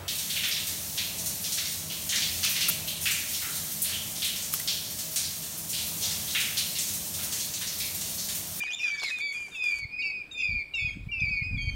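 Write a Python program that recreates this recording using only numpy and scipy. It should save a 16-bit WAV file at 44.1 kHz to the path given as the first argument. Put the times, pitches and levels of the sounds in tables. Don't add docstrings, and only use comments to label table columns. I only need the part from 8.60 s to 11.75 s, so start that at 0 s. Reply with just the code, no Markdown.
import sys
import numpy as np
from scipy import signal
from scipy.fft import rfft, irfft, next_fast_len
from scipy.io import wavfile
from scipy.ndimage import uniform_filter1d, map_coordinates

SR = 44100
rng = np.random.default_rng(int(sys.argv[2]) if len(sys.argv) > 2 else 0)


def to_wav(sig):
    pcm = np.clip(np.atleast_2d(sig), -1, 1) * 32767
    pcm = np.round(pcm).astype(np.int16)
    wavfile.write(sys.argv[1], SR, pcm.T)


N = 138915
ATTACK_S, RELEASE_S = 0.0069, 0.0069


def amp(db):
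    return 10 ** (np.asarray(db) / 20)


def unit(x):
    return x / np.sqrt(np.mean(x ** 2) + 1e-20)


def curve(rows):
    s, v = np.transpose(rows)
    return np.interp(np.arange(N) / SR, s, v, right=-120)


def wobble(rate_hz):
    knots = rng.standard_normal(int(N * rate_hz / SR) + 4)
    return map_coordinates(knots, [np.arange(N) * rate_hz / SR])


def filtered(x, response):
    m = next_fast_len(N + SR // 2)
    return irfft(rfft(x, m) * response(np.fft.rfftfreq(m, 1 / SR)), m)[..., :N]


def rush(spectrum, patchy_db):
    z = signal.stft(rng.standard_normal(N), nperseg=512)[2]
    field = uniform_filter1d(rng.standard_normal(z.shape), size=6, axis=0)
    field = uniform_filter1d(field, size=8, axis=1)
    x = signal.istft(z * amp(patchy_db * unit(field)), nperseg=512)[1][:N]
    f, v = np.transpose(spectrum)
    return unit(filtered(x, lambda hz: amp(np.interp(np.log(hz + 1), np.log(f + 1), v))))


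def add(out, s, x):
    part = out[max(round(s * SR), 0):][:len(x)]
    part += x[:len(part)]


def edges(t, length, rise, fall):
    return np.sin(np.pi / 2 * np.clip(np.minimum(t / rise, (length - t) / fall), 0, 1)) ** 2


def stretch(skip, count):
    start = int(skip * N / 2)
    return slice(start, start + count)


def whistles(notes, upper):
    droop_s, bloom_s = 0.02213, 0.018
    waver_db, waver_hz, flicker_db = 2, 5.7, 3.5
    higher_db = -15.5
    blur_rad = 0.25
    out = np.zeros(N)
    waver, drift, flicker = wobble(45.375), wobble(29.91), wobble(60.31)
    blur = blur_rad * wobble(150)
    for note, (start_turn, skip) in zip(notes, rng.random((len(notes), 2))):
        s, length, first, settled, glide, droop, db0, db1, over_db = note
        t = np.arange(round(length * SR)) / SR
        at = stretch(skip, len(t))
        hz = settled + (first - settled) * np.exp(-t / glide)
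        hz = hz - droop * np.exp((t - length) / droop_s) + waver_hz * drift[at]
        phase = 2 * np.pi * (np.cumsum(hz) / SR + start_turn)
        overtones = np.sin(2 * phase + blur[at])
        for k, db in enumerate(upper):
            overtones += amp(higher_db + db) * np.sin((k + 3) * phase + blur[at])
        overtone_gain = amp(over_db + flicker_db * flicker[at]) * (1 - np.exp(-t / bloom_s))
        tone = np.sin(phase) + overtone_gain * overtones
        level = amp(db0 + (db1 - db0) * t / length + waver_db * waver[at])
        add(out, s, np.sqrt(2) * level * edges(t, length, ATTACK_S, RELEASE_S) * tone)
    return out


def hornbills():
    # (start [s], length [s], first pitch [Hz], settled pitch [Hz], glide time constant [s],
    # end droop [Hz], first level [dB], last level [dB], 2nd partial re fundamental [dB])
    pipes = [(0, 0.14, 2370, 2497, 0.026, 93, -36, -33.5, -21.5),
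             (0, 0.069, 2440, 2395, 0.031, 190, -31.5, -37, -16),
             (.195, 0.11, 2390, 2470, 0.023, 133, -37, -36.5, -13),
             (.228, 0.24, 2590, 2276, 0.045, 104, -29.5, -33.5, -16.5),
             (.42, 0.077, 2258, 2164, 0.019, 92, -45, -35, -12),
             (.503, 0.126, 2570, 2428, 0.0503, 34, -34, -38.5, -27),
             (.6, 0.13, 2253, 2308, 0.018, 134, -33, -35.5, -10),
             (.74, .14, 2436, 2415, 0.049, 180, -35.5, -40, -16),
             (.915, 0.047, 2484, 2380, 0.031, 140, -46.5, -45, -11),
             (.945, 0.2, 2730, 2414, 0.044, 25, -37, -31, -22),
             (1.015, 0.24, 2600, 2265, 0.059, 160, -29, -37, -11),
             (1.29, .16, 2380, 2504, 0.036, 94, -45.5, -31, -17.5),
             (1.318, 0.051, 2443, 2453, 0.044, 5, -34.5, -40.5, -32),
             (1.385, 0.13, 2207, 2316, 0.032, 93, -35, -33, -10.5),
             (1.42, .21, 2861, 2481, 0.049, 148, -31.5, -38, -19.5),
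             (1.74, 0.096, 2420, 2523, 0.027, 5, -41.5, -28.5, -16.5),
             (1.77, 0.069, 2484, 2293, 0.066, 260, -44, -40.5, -19),
             (1.775, 0.055, 2770, 2744, 0.031, 71, -55, -34.5, -24),
             (1.815, .22, 2638, 2409, 0.043, 125, -33.5, -37.5, -21.5),
             (1.8, 0.23, 2609, 2243, 0.069, 158, -29.5, -40, -14),
             (2.135, 0.18, 2843, 2446, 0.07, 96, -34.5, -35.5, -19),
             (2.135, 0.028, 2380, 2300, .02, 30, -48, -50, -14),
             (2.175, .13, 2220, 2289, .03, 150, -36.5, -38, -17),
             (2.18, 0.089, 2400, 2494, 0.03, 28, -40.5, -30, -30),
             (2.485, 0.16, 2322, 2370, 0.037, 46, -43.5, -39, -21.5),
             (2.513, 0.15, 2860, 2455, 0.071, 21, -33, -36, -24),
             (2.605, 0.23, 2577, 2252, 0.046, 168, -30, -35.5, -15),
             (2.61, 0.073, 2360, 2327, 0.039, 140, -35, -40, -24),
             (2.69, 0.12, 2593, 2423, 0.044, 110, -34, -34, -23),
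             (2.81, 0.16, 2376, 2504, 0.02, 246, -36.5, -41, -18.5),
             (2.975, 0.13, 2207, 2292, 0.031, 90, -38, -34, -10.5),
             (2.985, 0.12, 2420, 2468, 0.023, 71, -36, -37.5, -25)]
    pipe_upper = [-7, -16, -24, -26]
    return whistles(pipes, pipe_upper)


def warble():
    # (start [s], length [s], first pitch [Hz], last pitch [Hz], level [dB],
    # 2nd partial [dB], mean pulse rate [Hz])
    rasps = [(0, 0.017, 1880, 1787, -41.5, -3, 148), (0.02, 0.027, 2850, 3020, -43.5, -11, 210),
             (0.058, 0.04, 1995, 1783, -46, -4.5, 144), (0.101, 0.044, 2511, 3500, -39.5, -8, 107),
             (0.13, 0.026, 3516, 3580, -35, -8, 125), (0.178, 0.075, 2843, 2608, -41.5, -7.5, 170),
             (0.231, 0.078, 2100, 1480, -48, -2, 190), (.25, 0.072, 3580, 3130, -46, -6.5, 190),
             (0.318, 0.089, 1864, 1691, -47, -5, 110), (0.332, 0.083, 6800, 6300, -54, -34.5, 150),
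             (0.33, 0.082, 3500, 3380, -54, -8, 170), (0.48, 0.035, 6460, 5290, -47, -27.5, 160),
             (0.394, .016, 3570, 3660, -33.5, -7.5, 120), (0.406, 0.087, 4388, 4080, -38.5, -25.5, 122),
             (0.197, 0.13, 5610, 5730, -49, -37, 220), (.37, 0.14, 5380, 4980, -48, -25.5, 140),
             (0.415, 0.1, 3370, 3697, -43, -9.5, 150), (0.427, 0.09, 2933, 1885, -40, -2.5, 140)]
    pulse_power, noise_gain, edge_s = 1.6, 0.25, 0.007
    chirp, wander_depth = 0.022, 0.022
    out = np.zeros(N)
    uneven, sizes, wander = wobble(40.06), wobble(118.6), wobble(260)
    for (s, length, first, last, db, over_db, rate), skip in zip(rasps, rng.random(len(rasps))):
        t = np.arange(round(length * SR)) / SR
        at = stretch(skip, len(t))
        beat = np.cumsum(rate * (1 + 0.144 * uneven[at])) / SR
        pulses = np.abs(np.sin(np.pi * beat)) ** pulse_power * amp(2.17 * sizes[at])
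        hz = first + (last - first) * np.sin(np.pi / 2 * t / length)
        hz = hz * (1 - chirp * np.sin(2 * np.pi * beat) + wander_depth * wander[at])
        phase = 2 * np.pi * np.cumsum(hz) / SR
        a, b = uniform_filter1d(rng.standard_normal((2, len(t))), size=40)
        in_phase, quadrature = 1 + noise_gain * unit(a), noise_gain * unit(b)
        tone = np.zeros(len(t))
        for k, gain in [(1, 0.83), (2, amp(over_db))]:
            tone += gain * (in_phase * np.sin(k * phase) + quadrature * np.cos(k * phase))
        add(out, s, 2 * amp(db) * edges(t, length, edge_s, edge_s) * pulses * tone)
    return out


def trees(x):
    t60_s, onset_s = 0.49, 0.0033
    t = np.arange(SR // 2) / SR
    tail = rng.standard_normal(len(t)) * amp(-60 * t / t60_s) * np.minimum(t / onset_s, 1)
    return signal.fftconvolve(x, tail / np.linalg.norm(tail))[:N]


def ticks():
    # (time [s], knock level before knock_db [dB], crack level before crack_db [dB])
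    tick_rows = [(0.036, -39, -62), (0.104, -43, -61), (0.42, -39.5, -61.5), (0.431, -32, -53),
                 (0.436, -35, -33), (0.586, -38, -41.5), (0.883, -43, -53.5), (1.04, -44, -43),
                 (1.187, -47, -43)]
    # (centre [Hz], width [Hz], level [dB])
    case_modes = [(323, 120, -2), (910, 390, 1.5), (1670, 170, -0.5)]
    knock_db, crack_db = 18.5, 7.5
    knock_t60_s, crack_t60_s, crack_top_hz = 0.018, 0.011, 9000
    knocks, cracks = np.zeros(N), np.zeros(N)
    t = np.arange(SR // 20) / SR
    for s, low_db, high_db in tick_rows:
        add(knocks, s, amp(low_db + knock_db - 60 * t / knock_t60_s) * rng.standard_normal(len(t)) / 2)
        add(cracks, s, amp(high_db + crack_db - 60 * t / crack_t60_s) * rng.standard_normal(len(t)))

    def case(f):
        return sum((-1) ** k * amp(db) * 1j * f * w / (c * c - f * f + 1j * f * w)
                   for k, (c, w, db) in enumerate(case_modes))

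    def bright(f):
        return f / 4000 / (1 + (f / crack_top_hz) ** 6)

    return filtered(knocks, case) + filtered(cracks, bright)


def rustle():
    # (time [s], level [dB])
    slide_levels = [(0, -55.5), (.12, -67.5), (.16, -90), (.21, -59.5), (.4, -64), (.45, -51.5),
                    (.57, -62.5), (.61, -55.5), (.63, -82), (.712, -72), (.725, -56), (.86, -61),
                    (.995, -60), (1.005, -72), (1.035, -60.5), (1.045, -56.5), (1.203, -57), (1.213, -72),
                    (1.28, -101)]
    # (frequency [Hz], density [dB per Hz])
    slide_low = [(500, -15.5), (1600, -3.5), (3300, 0)]
    # (frequency [Hz], density [dB per Hz])
    slide_high = [(3240, -35.5), (5500, -9), (6690, 2.5), (8110, -7), (9530, -6.5), (11300, -19),
                  (13300, -12.5), (15600, -33)]
    level_db, grain_db = 6.0, 1.3
    slide = rush([(200, -20.0)] + list(slide_low) + list(slide_high), patchy_db=2)
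    return amp(curve(slide_levels) + level_db + grain_db * wobble(150)) * slide


def hush():
    # (frequency [Hz], density [dB per Hz])
    hush_spectrum = [(25, -7), (80, -3), (200, -3), (400, -7), (1000, -13.5), (1800, -14.5), (3000, -16),
                     (5000, -22.5), (6500, -33), (7800, -23.5), (9000, -30.5), (15600, -33.5)]
    return amp(-58) * rush(hush_spectrum, patchy_db=2.5)


def small_birds():
    # (start [s], length [s], first pitch [Hz], settled pitch [Hz], glide time constant [s],
    # end droop [Hz], first level [dB], last level [dB], 2nd partial re fundamental [dB])
    peeps = [(.152, 0.118, 3720, 3454, 0.08, 98, -47, -47, -14),
             (.555, 0.22, 3720, 3363, 0.057, 89, -47, -51.5, -13),
             (.615, 0.13, 3730, 3450, 0.067, 46, -42.5, -63, -13),
             (.91, 0.065, 3780, 3510, 0.032, 232, -50.5, -44.5, -15),
             (1.775, 0.047, 3620, 3410, 0.024, 102, -53, -42.5, -20),
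             (.945, 0.18, 3796, 3450, 0.05, 70, -46.5, -49.5, -20),
             (1.418, 0.012, 3780, 3930, 0.021, 3, -38, -40.5, -20),
             (1.705, 0.03, 2680, 2720, 0.018, 16, -53, -51, -28),
             (1.71, 0.16, 3790, 3530, 0.038, 11, -42, -49.5, -15),
             (2.135, .21, 3900, 3180, 0.093, 63, -41.5, -51.5, -14.5),
             (2.688, 0.014, 3300, 3340, .02, 13, -59, -57.5, -16),
             (2.598, 0.013, 3540, 3460, .02, 15, -32.5, -50.5, -19),
             (2.79, 0.088, 2810, 2850, 0.017, 147, -59, -63, -29.5),
             (2.968, 0.36, 3440, 3150, 0.036, -140, -45.5, -43.5, -17)]
    peep_upper = [3, -8, -16, -22]
    return whistles(peeps, peep_upper)


def wind():
    # (time [s], level [dB])
    strength = [(0, -81), (1, -86), (1.15, -52.5), (1.55, -61.5), (1.7, -55.5), (1.8, -57.5), (1.95, -33),
                (2.1, -60), (2.25, -35.5), (2.55, -36.5), (2.7, -33), (2.77, -39), (2.95, -31), (3.15, -35)]
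    # (frequency [Hz], density [dB per Hz])
    buffet_spectrum = [(9, -58), (15, -15.5), (44, 5.5), (98, -1), (159, -15), (266, -16.5), (450, -49),
                       (990, -120)]
    # (centre time [s], level before thump_db [dB], pitch [Hz])
    thumps = [(1.23, -39.5, 90), (1.254, -31.5, 90), (1.894, -30.5, 110), (1.905, -34.5, 100),
              (1.95, -37, 90), (2.227, -30.5, 85), (2.249, -26.5, 95), (2.277, -35, 120), (2.361, -35, 150),
              (2.372, -28, 191), (2.438, -32, 80), (2.473, -25, 115), (2.62, -25.5, 120), (2.638, -24, 100),
              (2.682, -32.5, 100), (2.711, -31.5, 130), (2.824, -22.5, 105), (2.914, -30.5, 140),
              (2.947, -24, 115), (2.977, -25.5, 125), (3.043, -32.5, 130), (3.08, -18.5, 75),
              (3.1, -31, 90)]
    buffet_db, lump_db, thump_db = -5.5, 2, -1
    narrowness = 2.27
    lumps = amp(lump_db * wobble(22.026))
    out = amp(curve(strength) + buffet_db) * unit(lumps * rush(buffet_spectrum, patchy_db=3.5))
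    t = np.arange(-SR // 25, SR // 25) / SR
    for (s, db, hz), lean in zip(thumps, rng.standard_normal(len(thumps))):
        swing = np.sin(2 * np.pi * hz * t + 0.34 * lean)
        add(out, s + t[0], -amp(db + thump_db) * np.exp(-(narrowness * hz * t) ** 2) * swing)
    return out


def blends():
    # (start [s], length [s], low voice [Hz], high voice [Hz], level [dB])
    squeaks = [(1.426, 0.016, 2770, 3760, -57), (1.71, 0.023, 2700, 3780, -57.5),
               (1.774, 0.05, 2680, 3630, -52.5), (2.141, .022, 2680, 3830, -50.5),
               (2.601, 0.011, 2610, 3500, -42), (2.695, 0.0092, 2650, 3250, -56.5)]
    sag_per_s, difference_db = 1.5, -5.5
    out = np.zeros(N)
    for s, length, low, high, db in squeaks:
        t = np.arange(round(length * SR)) / SR
        phase_per_hz = 2 * np.pi * (t - sag_per_s * t ** 2 / 2)
        tone = np.sin((low + high) * phase_per_hz)
        tone += amp(difference_db) * np.sin((2 * high - low) * phase_per_hz)
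        add(out, s, amp(db) * edges(t, length, ATTACK_S, RELEASE_S) * tone)
    return out


def scene():
    birds = hornbills() + warble() + small_birds() + blends()
    echoes = amp(-9) * trees(birds)
    return (birds + echoes + ticks() + rustle() + hush() + wind())[None]


def record(dry):
    top_hz = 15750
    return filtered(dry, lambda hz: hz < top_hz)


dry = scene()
out = record(dry)
to_wav(out)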